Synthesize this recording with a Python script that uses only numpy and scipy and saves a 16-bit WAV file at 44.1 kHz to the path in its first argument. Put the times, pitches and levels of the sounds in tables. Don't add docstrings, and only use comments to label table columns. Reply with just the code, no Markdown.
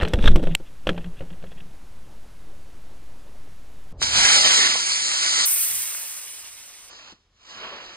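import sys
import numpy as np
from scipy import signal
from scipy.fft import rfft, irfft
from scipy.io import wavfile
from scipy.ndimage import uniform_filter1d

SR = 44100
rng = np.random.default_rng(int(sys.argv[2]) if len(sys.argv) > 2 else 0)


def inscribe(sig):
    pcm = np.round(np.clip(np.atleast_2d(sig).T, -1, 1) * 32767)
    wavfile.write(sys.argv[1], SR, pcm.astype(np.int16))


N = 351036
TIME = np.arange(N) / SR
LOOP = 180000
FREQS = np.maximum(np.fft.rfftfreq(LOOP, 1 / SR), 1)
CUT_S, REAL_TIME_S, SLOW_AGAIN_S = 3.927, 5.455, 6.897
ON_BOARD_TOP_HZ, SLOW_TOP_HZ, CUTOFF_HZ = 14000, 9700, 15600


# pitch_hz, density_db
SLIPSTREAM = [(5, 17), (20, 4.5), (50, 1), (120, -9), (300, -15), (700, -19.5), (2000, -26.5), (5000, -32),
              (9000, -34), (13800, -34), (14400, -67)]
SLIPSTREAM_DB, SLIPSTREAM_FLUTTER_DB = -41.5, 2
RUMBLE_STEADY_S, BOOM_STEADY_S = .07, .03
# time_s, level_db
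BUFFETING = [(0.0, -57), (0.03, -25.5), (0.09, -57), (0.12, -49), (0.14, -35), (0.23, -22), (0.26, -14.5),
             (0.36, -14.5), (0.39, -32), (0.48, -21.5), (0.61, -51), (0.85, -65), (0.87, -37), (1.17, -47),
             (1.19, -40), (1.38, -56.5), (1.98, -44.5), (2.0, -55)]
# pitch_hz, density_db
BUFFET_COLOUR = [(5, -6), (12, 19.5), (18, 0.5), (27, -25), (40, 0.5), (55, -15), (80, -13), (130, -20.5),
                 (250, -28.5), (600, -62.5)]
BUFFET_DB = 9
# start_s, hold_s, level_db, release_db_per_s
SHAKES = [(-0.002, 0.077, -22.5, 176), (0.16, 0.2, -27.5, 195), (0.43, 0.12, -36, 593.5),
          (0.855, 0.047, -40.5, 23)]
SHAKE_ATTACK_DB_PER_S = 2499
# centre_hz, half_width_hz, level_db
HUM_MODES = [(165, 12, 10.0), (343, 15, -12), (518, 24, -9)]
# pitch_hz, density_db
RATTLE_COLOUR = [(70, 0), (150, -7), (215, 0.5), (310, -6), (410, -2.5), (510, -1), (740, -11.5),
                 (1200, -20.5)]
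HUM_DB, RATTLE_DB = -11, -11.5
SIZZLE_DB, SIZZLE_FOLLOWS = -34, 0.67
# start_s, level_db, treble_db, thud_db
KNOCKS = [(0.001, -22.5, -56, -40), (0.0108, -19.5, -50, -41), (0.02, -18, -38, -25),
          (0.0304, -18.5, -34, -27), (0.05, -18, -43, -40), (0.0756, -27, -47, -39),
          (0.0836, -51, -35, -50), (0.135, -12, -25.5, -17), (0.188, -28.5, -44, -26.5),
          (0.225, -31, -41.5, -38), (0.2412, -20, -43.5, -17), (0.2582, -18, -39, -33),
          (0.2762, -7, -51.5, -32), (0.3581, -17.5, -27, -17), (0.394, -40, -49.5, -27),
          (0.428, -39, -44, -25.5), (0.436, -29, -40, -41), (0.4705, -27, -43, -22.5),
          (0.601, -49, -63, -37.5), (0.8697, -16, -34, -21.5), (0.891, -12.5, -34, -18),
          (0.9455, -44, -59, -34), (0.9779, -26.5, -57, -27.5), (1.043, -34.5, -62, -42),
          (1.0588, -43, -62, -45), (1.2068, -35, -63, -29), (1.222, -42, -59, -42),
          (1.304, -47, -63, -45.5), (1.4253, -44, -63, -43), (1.439, -39, -67, -37.5),
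          (1.518, -40.5, -61, -44)]
# centre_hz, half_width_hz, level_db
SHELL = [(560, 300, 1), (1203, 180, -11), (1450, 340, -0.5), (1850, 170, -4.5), (2480, 400, -5.5),
         (2780, 320, -1.5), (3360, 190, -7.5), (3270, 150, -5.5), (4070, 120, -14)]
# pitch_hz, level_db, t60_s
TUBE = [(168, 1, 0.11), (334.3, 0, 0.054), (517, 3.5, 0.035)]
# pitch_hz, density_db
SPLINTER = [(3000, -15), (4500, 0.5), (6000, 2.5), (6700, -7), (7800, 3), (10000, -8), (13500, -5.5),
            (14500, -42)]
# pitch_hz, density_db
CHATTER = [(400, 1.5), (1200, -4), (3300, 4.5), (4300, -8), (6500, -13.5), (13000, -23.5)]
CHATTER_DB, CHATTER_T60_S, CHATTER_PER_S = -24.5, .11, 900
KNOCK_BASE_T60_S = 0.044
CRACK_T60_S, SHELL_TAIL_DB = 0.025, -9.5
CONTACT_SPREAD_DB = 2.5
# middle_s, level_db, half_length_s
FLEXES = [(0.048, -28, .026), (0.447, -41, 0.02), (0.521, -22, 0.025), (0.92, -29, 0.012),
          (0.964, -34, 0.042), (1.072, -30, 0.027), (1.24, -40, .025), (1.323, -35.5, 0.018),
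          (1.44, -43, 0.024), (1.48, -41, 0.013), (1.572, -46, .014), (1.62, -41, 0.013),
          (1.665, -46, .018)]
FLEX_WANDER = 0.04
# start_s, level_db, pitch_hz, t60_s
THUMPS = [(0.023, -5.5, 65, 0.079), (0.039, -24.5, 440, 0.2), (0.139, -4, 55.6, 0.077),
          (.143, -21, 480, 0.035), (0.159, -16.5, 119, 0.075), (0.18, -8.5, 213, 0.056),
          (0.303, -11.5, 150, 0.074), (0.366, -19, 342, 0.16), (0.381, -23, 140, 0.071),
          (0.419, -16.5, 192, 0.073), (.426, -14, 320, 0.049), (.892, -22, 335, 0.12), (0.6, -34, 520, .06),
          (2.095, -45, 165, 0.076), (2.528, -43, 560, .06)]
# time_s, level_db
SPARKS = [(.09, -50), (.15, -55.5), (.205, -48), (.225, -40), (.258, -33), (.28, -29.5), (.295, -42),
          (.318, -42.5), (.338, -59.5), (.37, -48.5), (.41, -65), (.44, -48), (.465, -56), (.49, -55.5),
          (.53, -58), (.56, -64)]
# pitch_hz, density_db
SPARK_FIZZ = [(400, 1.5), (1000, -4.5), (2400, -2), (3000, -4), (3350, 6.5), (3750, 4), (4100, -8.5),
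              (4600, -14), (6000, -12), (7000, -22.5), (8000, -17), (13000, -28)]
RUB_GRAINS_PER_S, SPARK_GRAINS_PER_S, SIZZLE_GRAINS_PER_S = 1200, 700, 700
# time_s, level_db
BOOM = [(.125, -59), (.145, -20), (.2, -22), (.24, -19.5), (.265, -14.5), (.31, -20), (.365, -21),
        (.41, -32.5), (.48, -33.5), (.545, -37), (.58, -61.5)]
# pitch_hz, density_db
BOOM_COLOUR = [(15, -16), (30, 5), (50, 3), (80, -9.5), (150, -12.5), (330, -19), (550, -23), (900, -40)]
# middle_s, level_db, half_length_s, centre_hz, half_width_hz
SPURTS = [(0.2597, -24, 0.0037, 3680, 130), (0.269, -31.5, 0.0033, 3550, 150),
          (0.282, -23.5, .004, 3800, 150)]
# middle_s, level_db, half_length_s
RUBS = [(0.517, -47, 0.013), (0.67, -57, 0.019), (0.966, -50, 0.0065), (1.018, -55, 0.019),
        (1.178, -56, 0.013), (1.194, -52, 0.0056), (1.307, -51, 0.0064), (1.333, -51, .005),
        (1.472, -55, .006), (1.52, -53, 0.011), (1.583, -52, .009), (1.607, -50, .007)]
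# centre_hz, half_width_hz, level_db
RUB_MODES = [(1800, 300, -6.5), (2710, 200, -1), (3320, 210, -4)]
# start_s, level_db
SNAPS = [(0.5508, 1.5)]
# centre_hz, half_width_hz, level_db
SNAP_MODES = [(1100, 900, -18), (2350, 300, -8), (2950, 330, 0), (3900, 450, -12), (5400, 600, -21),
              (7900, 700, -11), (12500, 1000, -21)]

# time_s, level_db
BREEZE = [(3.94, -37.5), (4.2, -37), (4.48, -64.5), (4.85, -66.5), (7.95, -66)]
# pitch_hz, density_db
FIELD_WIND = [(12, -24.5), (34, -1), (55, -7), (90, -7.5), (140, -18.5), (300, -25.5), (500, -24),
              (800, -30.5), (2000, -48.5)]
# pitch_hz, density_db
OPEN_AIR = [(60, -6), (200, -5.5), (600, -11), (1500, -15), (5000, -10.5)]
OPEN_AIR_DB = -72
# pitch_hz, left_lead_rad
PORT_PHASE = [(0, 0), (1500, .6), (2000, 0), (3300, 1.6), (4700, 1.6), (5800, 3.1), (7100, 3.14), (9300, 0),
              (11400, -3.08), (11750, -3.2), (14000, -6.28), (16100, -9.37), (16700, -9.47), (18400, -12.5)]
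# pitch_hz, left_minus_right_db
PORT_BALANCE = [(300, 0), (700, 2), (1500, 4), (2400, 0), (3600, -4), (4600, -5), (6000, -4.5),
                (7000, -1.5), (8000, 0)]
# pitch_hz, likeness (0 to 1)
PORT_LIKENESS = [(300, .995), (1300, .93), (1900, .55), (2800, .9), (4600, .78), (6200, .9), (7000, .99),
                 (9000, .94), (10800, .985), (11300, .9995), (12000, .9995), (13500, .95), (15200, .98),
                 (15900, .9999), (17000, .9999), (18500, .96)]
# start_s, level_db, centre_hz, t60_s
POPS = [(4.011, -22, 5030, .04), (4.0175, -15.5, 1070, 0.02), (4.026, -2.5, 5200, 0.014),
        (4.03, -13, 5200, 0.016), (4.754, -15, 686, 0.038), (5.699, -39.5, 83, 0.53),
        (5.949, -21, 1490, 0.015), (7.124, -35, 270, 0.066)]
# start_s, level_db, start_hz, end_hz, glide_s
WHOOPS = [(4.016, -24, 700, 100, .005), (7.124, -42, 560, 90, .006)]
# middle_s, peak_db, half_length_s
IGNITER = (4.0184, -14, .00019)
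IGNITER_ECHO_S, IGNITER_ECHO_DB = 0.00098, -21
# middle_s, level_db, half_length_s, centre_hz, half_width_hz
SURGES = [(4.058, -30, 0.02, 5200, 300), (4.63, -25, 0.051, 1930, 201), (4.906, -39, 0.18, 2340, 200),
          (4.93, -26, 0.027, 4470, 330), (5.27, -34.5, 0.054, 2070, 140)]
JET_SPLITS_HZ = [1200, 6000, 12000]
# pitch_hz, density_db
PAD_JET = [(60, -36), (200, -23.5), (550, -16), (900, -16), (1300, -12.5), (2000, -8), (3000, -4.5),
           (4200, 0.5), (5200, -2.5), (6500, 7), (9500, 8), (13500, -0.5), (17000, -4), (19000, -13)]
# pitch_hz, density_db
SKY_JET = [(60, -31.5), (200, -28), (520, -18.5), (900, -15.5), (1400, -8), (2200, 0), (3300, -1),
           (4100, -2.5), (4700, -2), (6000, 6.5), (8000, 10.5), (9500, 11), (13500, 1.5), (17000, -2),
           (19000, -10.5)]
PAD_DISTANCE_M, CAMERA_HEIGHT_M, NOZZLE_M = 6, 2.127, .3
ACCELERATION_M_PER_S2, RELEASE_S, SOUND_M_PER_S = 20.6, 4.275, 343
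# time_s, level_db
BURN = [(4.03, -20), (4.048, -26), (4.12, -25), (4.156, -18.5), (4.33, -15), (4.42, -17.5), (4.428, -20),
        (4.46, -16), (4.626, -18.5), (4.824, -27.5), (4.95, -27), (5.128, -26.5), (5.216, -24.5),
        (5.45, -22.5)]
IGNITION_S, IGNITION_DB_PER_S = 4.028, 1088
FREE_JET_DB = [-26.5, -9.5, -5, -4]
PAD_BLAST_DB = [4.5, 0.5, -0.56, -3.5]
PAD_BLAST_ENDS_M, PAD_BLAST_FADE_M = 1.2, 0.47
CLIMB_DB = [-47.5, -32.5, -22.5, -18]
LOSS_PER_DOUBLING_DB = [4.93, 6.9, 10.6, 15.5]
STAGING_DB = [-9, 1.1, -1, -3.5]
FLARE_DB = [12.5, 6, -1, -7]
# time_s, level_db
STAGE_THRUST = [(6.9, -55.5), (7.128, -55.5), (7.142, -70), (7.29, -87), (7.38, -73.5), (7.5, -52.5),
                (7.6, -49.5), (7.95, -53)]
FLARE_S, FLARE_RISE_S, FLARE_FALL_S = 7.68, 0.12, 0.2
MOTTLE_DB = 1.6


def from_db(db):
    return 10 ** (np.asarray(db) / 20)


def rms_one(x):
    return x / np.sqrt(np.mean(np.atleast_2d(x).mean(axis=0) ** 2) + 1e-20)


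def in_time(rows):
    return np.interp(TIME, *np.transpose(rows))


def over_freqs(points, speed=1):
    hz, value = np.transpose(points)
    return np.interp(np.log(FREQS / speed), np.log(hz), value)


def white():
    return rng.standard_normal(len(FREQS)) + 1j * rng.standard_normal(len(FREQS))


def sound(spectrum):
    return np.tile(rms_one(irfft(spectrum, LOOP)), 2)[..., :N]


def noise(colour):
    top_hz = colour[-1][0]
    return sound(white() * from_db(over_freqs(colour)) / (1 + (FREQS / top_hz) ** 4))


def drift(rate_hz):
    return sound(white() / (1 + (FREQS / rate_hz) ** 2))


def resonances(modes):
    power = 0
    for hz, half_width, db in modes:
        detuning = (FREQS - hz ** 2 / FREQS) / (2 * half_width)
        power = power + from_db(db) ** 2 / (1 + detuning ** 2) ** 2
    return np.sqrt(power)


def resonant_noise(modes):
    return sound(white() * resonances(modes))


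def grains(per_s, spread_db):
    sizes = from_db(spread_db * np.minimum(rng.exponential(1, LOOP), 4))
    signed = sizes * rng.choice([-1, 1], LOOP)
    return rfft(signed * (rng.random(LOOP) < per_s / SR))


def bursts(times, levels_db, t60s, rise_s):
    out = np.zeros(N)
    for s, db, t60 in zip(times, levels_db, t60s):
        start = max(int(s * SR), 0)
        age = TIME[:min(SR // 4, N - start)]
        decay = from_db(db - 60 * age / max(t60, .002))
        out[start:start + len(age)] += decay * (1 - np.exp(-age / rise_s))
    return out


def swell(middle, half_length):
    return np.exp(-np.minimum(((TIME - middle) / half_length) ** 2, 50))


def ring(clicks, hz, t60):
    r, w = from_db(-60 / (t60 * SR)), 2 * np.pi * hz / SR
    return signal.lfilter([0, np.sin(w)], [1, -2 * r * np.cos(w), r * r], clicks + 1e-18)


def shot(start, end, size=256):
    return uniform_filter1d(1. 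* ((TIME >= start) & (TIME < end)), size=size)


def evened(x, over_s=RUMBLE_STEADY_S):
    power = uniform_filter1d(x ** 2, size=int(over_s * SR))
    return x * np.sqrt(power.mean() / (power + 1e-12))


def slipstream():
    air = noise(SLIPSTREAM)
    rumble_band = signal.butter(2, [25, 200], "band", fs=SR, output="sos")
    flutter_band = signal.butter(2, [250, 1000], "band", fs=SR, output="sos")
    rumble = signal.sosfiltfilt(rumble_band, air)
    low_mids = signal.sosfiltfilt(flutter_band, air)
    flutter = low_mids * (from_db(SLIPSTREAM_FLUTTER_DB * drift(13)) - 1)
    return from_db(SLIPSTREAM_DB) * (air - rumble + evened(rumble) + flutter)


def buffeting():
    return from_db(in_time(BUFFETING) + BUFFET_DB) * evened(noise(BUFFET_COLOUR))


def shaking():
    bouts = []
    for start, hold, db, release in SHAKES:
        attack_db = np.maximum(start - TIME, 0) * SHAKE_ATTACK_DB_PER_S
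        release_db = np.maximum(TIME - start - hold, 0) * release
        bouts.append(db - attack_db - release_db)
    return np.max(bouts, axis=0)


def humming():
    return from_db(shaking() + HUM_DB + 1.3 * drift(12)) * resonant_noise(HUM_MODES)


def rattling():
    return from_db(shaking() + RATTLE_DB + 2.0 * drift(30)) * noise(RATTLE_COLOUR)


def sizzling():
    crackle = sound(grains(SIZZLE_GRAINS_PER_S, spread_db=4) * resonances(SHELL))
    return from_db(SIZZLE_DB + SIZZLE_FOLLOWS * shaking() + 1.8 * drift(13)) * crackle


def struck_shell(s, level_db):
    out, even = 0, np.ones(len(s))
    total_db = 10 * np.log10(sum(from_db(db) ** 2 for _, _, db in SHELL))
    chances = rng.uniform(-1, 1, (len(SHELL), len(s)))
    for (hz, half_width, db), chance in zip(SHELL, chances):
        contact_db = np.sqrt(3) * CONTACT_SPREAD_DB * chance
        mode_db = level_db + db - total_db + contact_db
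        crack = bursts(s, mode_db - 3.5, even * CRACK_T60_S, rise_s=0.00054)
        tail = bursts(s, mode_db - 7.5 + SHELL_TAIL_DB, even * KNOCK_BASE_T60_S * 1.28, rise_s=0.00045)
        out = out + resonant_noise([(hz, half_width, 0)]) * (crack + tail)
    return out


def knocks():
    s, level_db, treble_db, thud_db = np.transpose(KNOCKS)
    even = np.ones(len(s))
    shell = struck_shell(s, level_db)
    splinter_envelope = bursts(s, treble_db - 4.5, even * KNOCK_BASE_T60_S * 0.65, rise_s=0.00059)
    splinter = noise(SPLINTER) * splinter_envelope
    thud_envelope = bursts(s, thud_db - 4.5, even * KNOCK_BASE_T60_S * 2.7, rise_s=0.0004)
    thud = noise(RATTLE_COLOUR) * thud_envelope
    ticks = sound(grains(CHATTER_PER_S, spread_db=6.5) * from_db(over_freqs(CHATTER)))
    chatter = ticks * bursts(s, level_db + CHATTER_DB, even * CHATTER_T60_S, rise_s=.003)
    clicks = np.zeros(N)
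    clicks[np.maximum(s * SR, 0).astype(int)] = from_db(thud_db - 5.5)
    tube = 0
    for hz, db, t60 in TUBE:
        varied = clicks * from_db(0.99 * rng.standard_normal(N))
        tube = tube + ring(varied, hz, t60) * from_db(db)
    return shell + splinter + thud + chatter + tube


def flexing():
    lowest_hz = TUBE[0][0]
    phase = 2 * np.pi * np.cumsum(lowest_hz * (1 + FLEX_WANDER * drift(17))) / SR
    tone = np.sin(phase) + from_db(-20.5) * np.sin(2 * phase)
    return tone * sum(from_db(db) * swell(s, half_length) for s, db, half_length in FLEXES)


def thumps():
    out, waver = 0, 1 + 0.058 * drift(40)
    for s, db, hz, t60 in THUMPS:
        phase = 2 * np.pi * hz * np.cumsum(waver * (TIME > s)) / SR
        out = out + np.sin(phase) * bursts([s], [db], [t60], rise_s=0.0054)
    return out


def sparks():
    clicks = sound(grains(SPARK_GRAINS_PER_S, spread_db=4.5) * from_db(over_freqs(SPARK_FIZZ)))
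    fizz = from_db(-3.0) * noise(SPARK_FIZZ)
    return from_db(in_time(SPARKS)) * (clicks + fizz) * shot(SPARKS[0][0], SPARKS[-1][0])


def boom():
    roar = evened(noise(BOOM_COLOUR), BOOM_STEADY_S)
    return from_db(in_time(BOOM)) * roar * shot(BOOM[0][0], BOOM[-1][0])


def spurts():
    return sum(from_db(db) * swell(s, half_length) * resonant_noise([(hz, half_width, 0)])
               for s, db, half_length, hz, half_width in SPURTS)


def rubs():
    grit = sound(grains(RUB_GRAINS_PER_S, spread_db=-0.5) * resonances(RUB_MODES))
    return grit * sum(from_db(db) * swell(s, half_length) for s, db, half_length in RUBS)


def snaps():
    s, level_db = np.transpose(SNAPS)
    envelope = bursts(s, level_db, np.full(len(s), .008), rise_s=.0003)
    return from_db(-7.5) * resonant_noise(SNAP_MODES) * envelope


def small_camera(pressure):
    biased = pressure - .029
    rounded = biased / (1 + np.square(biased) ** 3) ** (1 / 6)
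    return signal.sosfilt(signal.ellip(8, .1, 70, ON_BOARD_TOP_HZ, fs=SR, output="sos"), rounded)


def on_board():
    settling = np.interp(TIME, [1.55, 2.05], [1, 0])
    shaken = (buffeting() + humming() + rattling() + sizzling()) * settling
    motor = sparks() + boom() + spurts()
    airframe = knocks() + flexing() + thumps() + rubs() + snaps()
    return slipstream() + shaken + motor + airframe


def breeze():
    wind = from_db(in_time(BREEZE) - 3.0) * noise(FIELD_WIND)
    return wind + from_db(OPEN_AIR_DB) * noise(OPEN_AIR)


def at_ports(speed):
    alike = np.clip(over_freqs(PORT_LIKENESS, speed), 0, 1)
    sides = np.array([[1], [-1]])
    phase = np.interp(FREQS / speed, *np.transpose(PORT_PHASE))
    pair = np.sqrt(1 + alike) * white() + np.sqrt(1 - alike) * white() * sides
    return pair * np.exp(.5j * phase * sides) * from_db(.5 * over_freqs(PORT_BALANCE, speed) * sides)


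def pops():
    out, blast = 0, at_ports(.495) * (FREQS < SLOW_TOP_HZ)
    for s, level_db, hz, t60 in POPS:
        puff = sound(blast / (1 + (FREQS / hz - hz / FREQS) ** 2))
        out = out + puff * bursts([s], [level_db - 11.5], [t60], rise_s=0.00038)
    return out


def whoops():
    out = 0
    for s, level_db, start_hz, end_hz, glide_s in WHOOPS:
        hz = end_hz + (start_hz - end_hz) * np.exp(-np.maximum(TIME - s, 0) / glide_s)
        tone = np.sin(2 * np.pi * np.cumsum(hz) / SR)
        out = out + tone * bursts([s], [level_db], [.07], rise_s=0.016)
    return out


def igniter():
    s, peak_db, half_length = IGNITER

    def wave(middle):
        return (middle - TIME) / half_length * swell(middle, half_length) * np.sqrt(2 * np.e)

    return from_db(peak_db) * (wave(s) + from_db(IGNITER_ECHO_DB) * wave(s + IGNITER_ECHO_S))


def flight():
    speed = np.where((TIME >= REAL_TIME_S) & (TIME < SLOW_AGAIN_S), 1, .5)
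    flown_s = np.cumsum(speed * (TIME > RELEASE_S)) / SR
    height = NOZZLE_M + .5 * ACCELERATION_M_PER_S2 * flown_s ** 2
    return speed, height, np.hypot(height, PAD_DISTANCE_M)


def exhaust(levels, colour, speed, flutter_db, crackle_db, air_loss_db=0):
    true_hz = FREQS / speed
    absorbed_db = air_loss_db * np.minimum(true_hz / 10000, 2) ** 2
    coloured = at_ports(speed) * from_db(over_freqs(colour, speed) - absorbed_db)
    spectrum = coloured * (true_hz < 2 * SLOW_TOP_HZ)
    below = [0] + [1 / (1 + (true_hz / hz) ** 10) for hz in JET_SPLITS_HZ] + [1]
    eddies = sum(from_db(db + 1.0 * drift(30 * speed)) * sound(spectrum * (upper - lower))
                 for db, lower, upper in zip(levels, below, below[1:]))
    return eddies * from_db(flutter_db * drift(60 * speed) + crackle_db * drift(400 * speed))


def liftoff():
    _, height, _ = flight()
    burn_db = in_time(BURN) - IGNITION_DB_PER_S * np.maximum(IGNITION_S - TIME, 0)
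    on_pad = np.clip((PAD_BLAST_ENDS_M - height) / PAD_BLAST_FADE_M, 0, 1)
    levels = [burn_db + free_db + blast_db * on_pad for free_db, blast_db in zip(FREE_JET_DB, PAD_BLAST_DB)]
    return from_db(-0.5) * exhaust(levels, PAD_JET, speed=0.4958, flutter_db=0.5, crackle_db=0)


def surges():
    jet = at_ports(.495) * (FREQS < SLOW_TOP_HZ)
    return sum(from_db(db) * swell(s, half_length) * sound(jet * resonances([(hz, half_width, 0)]))
               for s, db, half_length, hz, half_width in SURGES)


def climb():
    _, _, distance = flight()
    doublings = np.log2(distance / PAD_DISTANCE_M)
    levels = [db - loss_db * doublings for db, loss_db in zip(CLIMB_DB, LOSS_PER_DOUBLING_DB)]
    return from_db(-2.0) * exhaust(levels, SKY_JET, speed=0.99, flutter_db=-0.1, crackle_db=-0.5)


def staging():
    flare = np.exp(-((TIME - FLARE_S) / np.where(TIME < FLARE_S, FLARE_RISE_S, FLARE_FALL_S)) ** 2)
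    thrust_db = in_time(STAGE_THRUST)
    levels = [thrust_db + db + flare_db * flare for db, flare_db in zip(STAGING_DB, FLARE_DB)]
    return from_db(0.4) * exhaust(levels, SKY_JET, speed=0.497, air_loss_db=7.5, flutter_db=0.0, crackle_db=1.0)


def mottled(x):
    bands = signal.stft(x, nperseg=1024)[2]
    chance = rng.standard_normal(bands.shape[1:])
    chance = uniform_filter1d(chance, size=3, axis=0)
    chance = uniform_filter1d(chance, size=7, axis=1)
    return signal.istft(bands * from_db(MOTTLE_DB * chance / chance.std()))[1][:, :N]


def over_ground(x, echo_db):
    speed, height, distance = flight()
    lag_s = 2 * CAMERA_HEIGHT_M / SOUND_M_PER_S * height / distance / speed
    dull = signal.sosfilt(signal.butter(1, 5000, fs=SR, output="sos"), x)
    return x + from_db(echo_db) * np.array([np.interp(TIME - lag_s, TIME, side) for side in dull])


def slowed(x):
    return signal.sosfilt(signal.ellip(8, .1, 80, SLOW_TOP_HZ, fs=SR, output="sos"), x)


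def from_field():
    motor = liftoff() * shot(CUT_S, REAL_TIME_S)
    motor = motor + climb() * shot(REAL_TIME_S, SLOW_AGAIN_S)
    motor = motor + staging() * shot(SLOW_AGAIN_S, np.inf)
    direct_and_echo = over_ground(mottled(motor), echo_db=-11)
    return breeze() * shot(CUT_S, np.inf) + slowed(pops() + igniter() + surges()) + whoops() + direct_and_echo


def scene():
    return small_camera(on_board()) * shot(0, CUT_S, size=24) + from_field()


def record(dry):
    return signal.sosfilt(signal.ellip(10, .1, 90, CUTOFF_HZ, fs=SR, output="sos"), dry)


dry = scene()
out = record(dry)
inscribe(out)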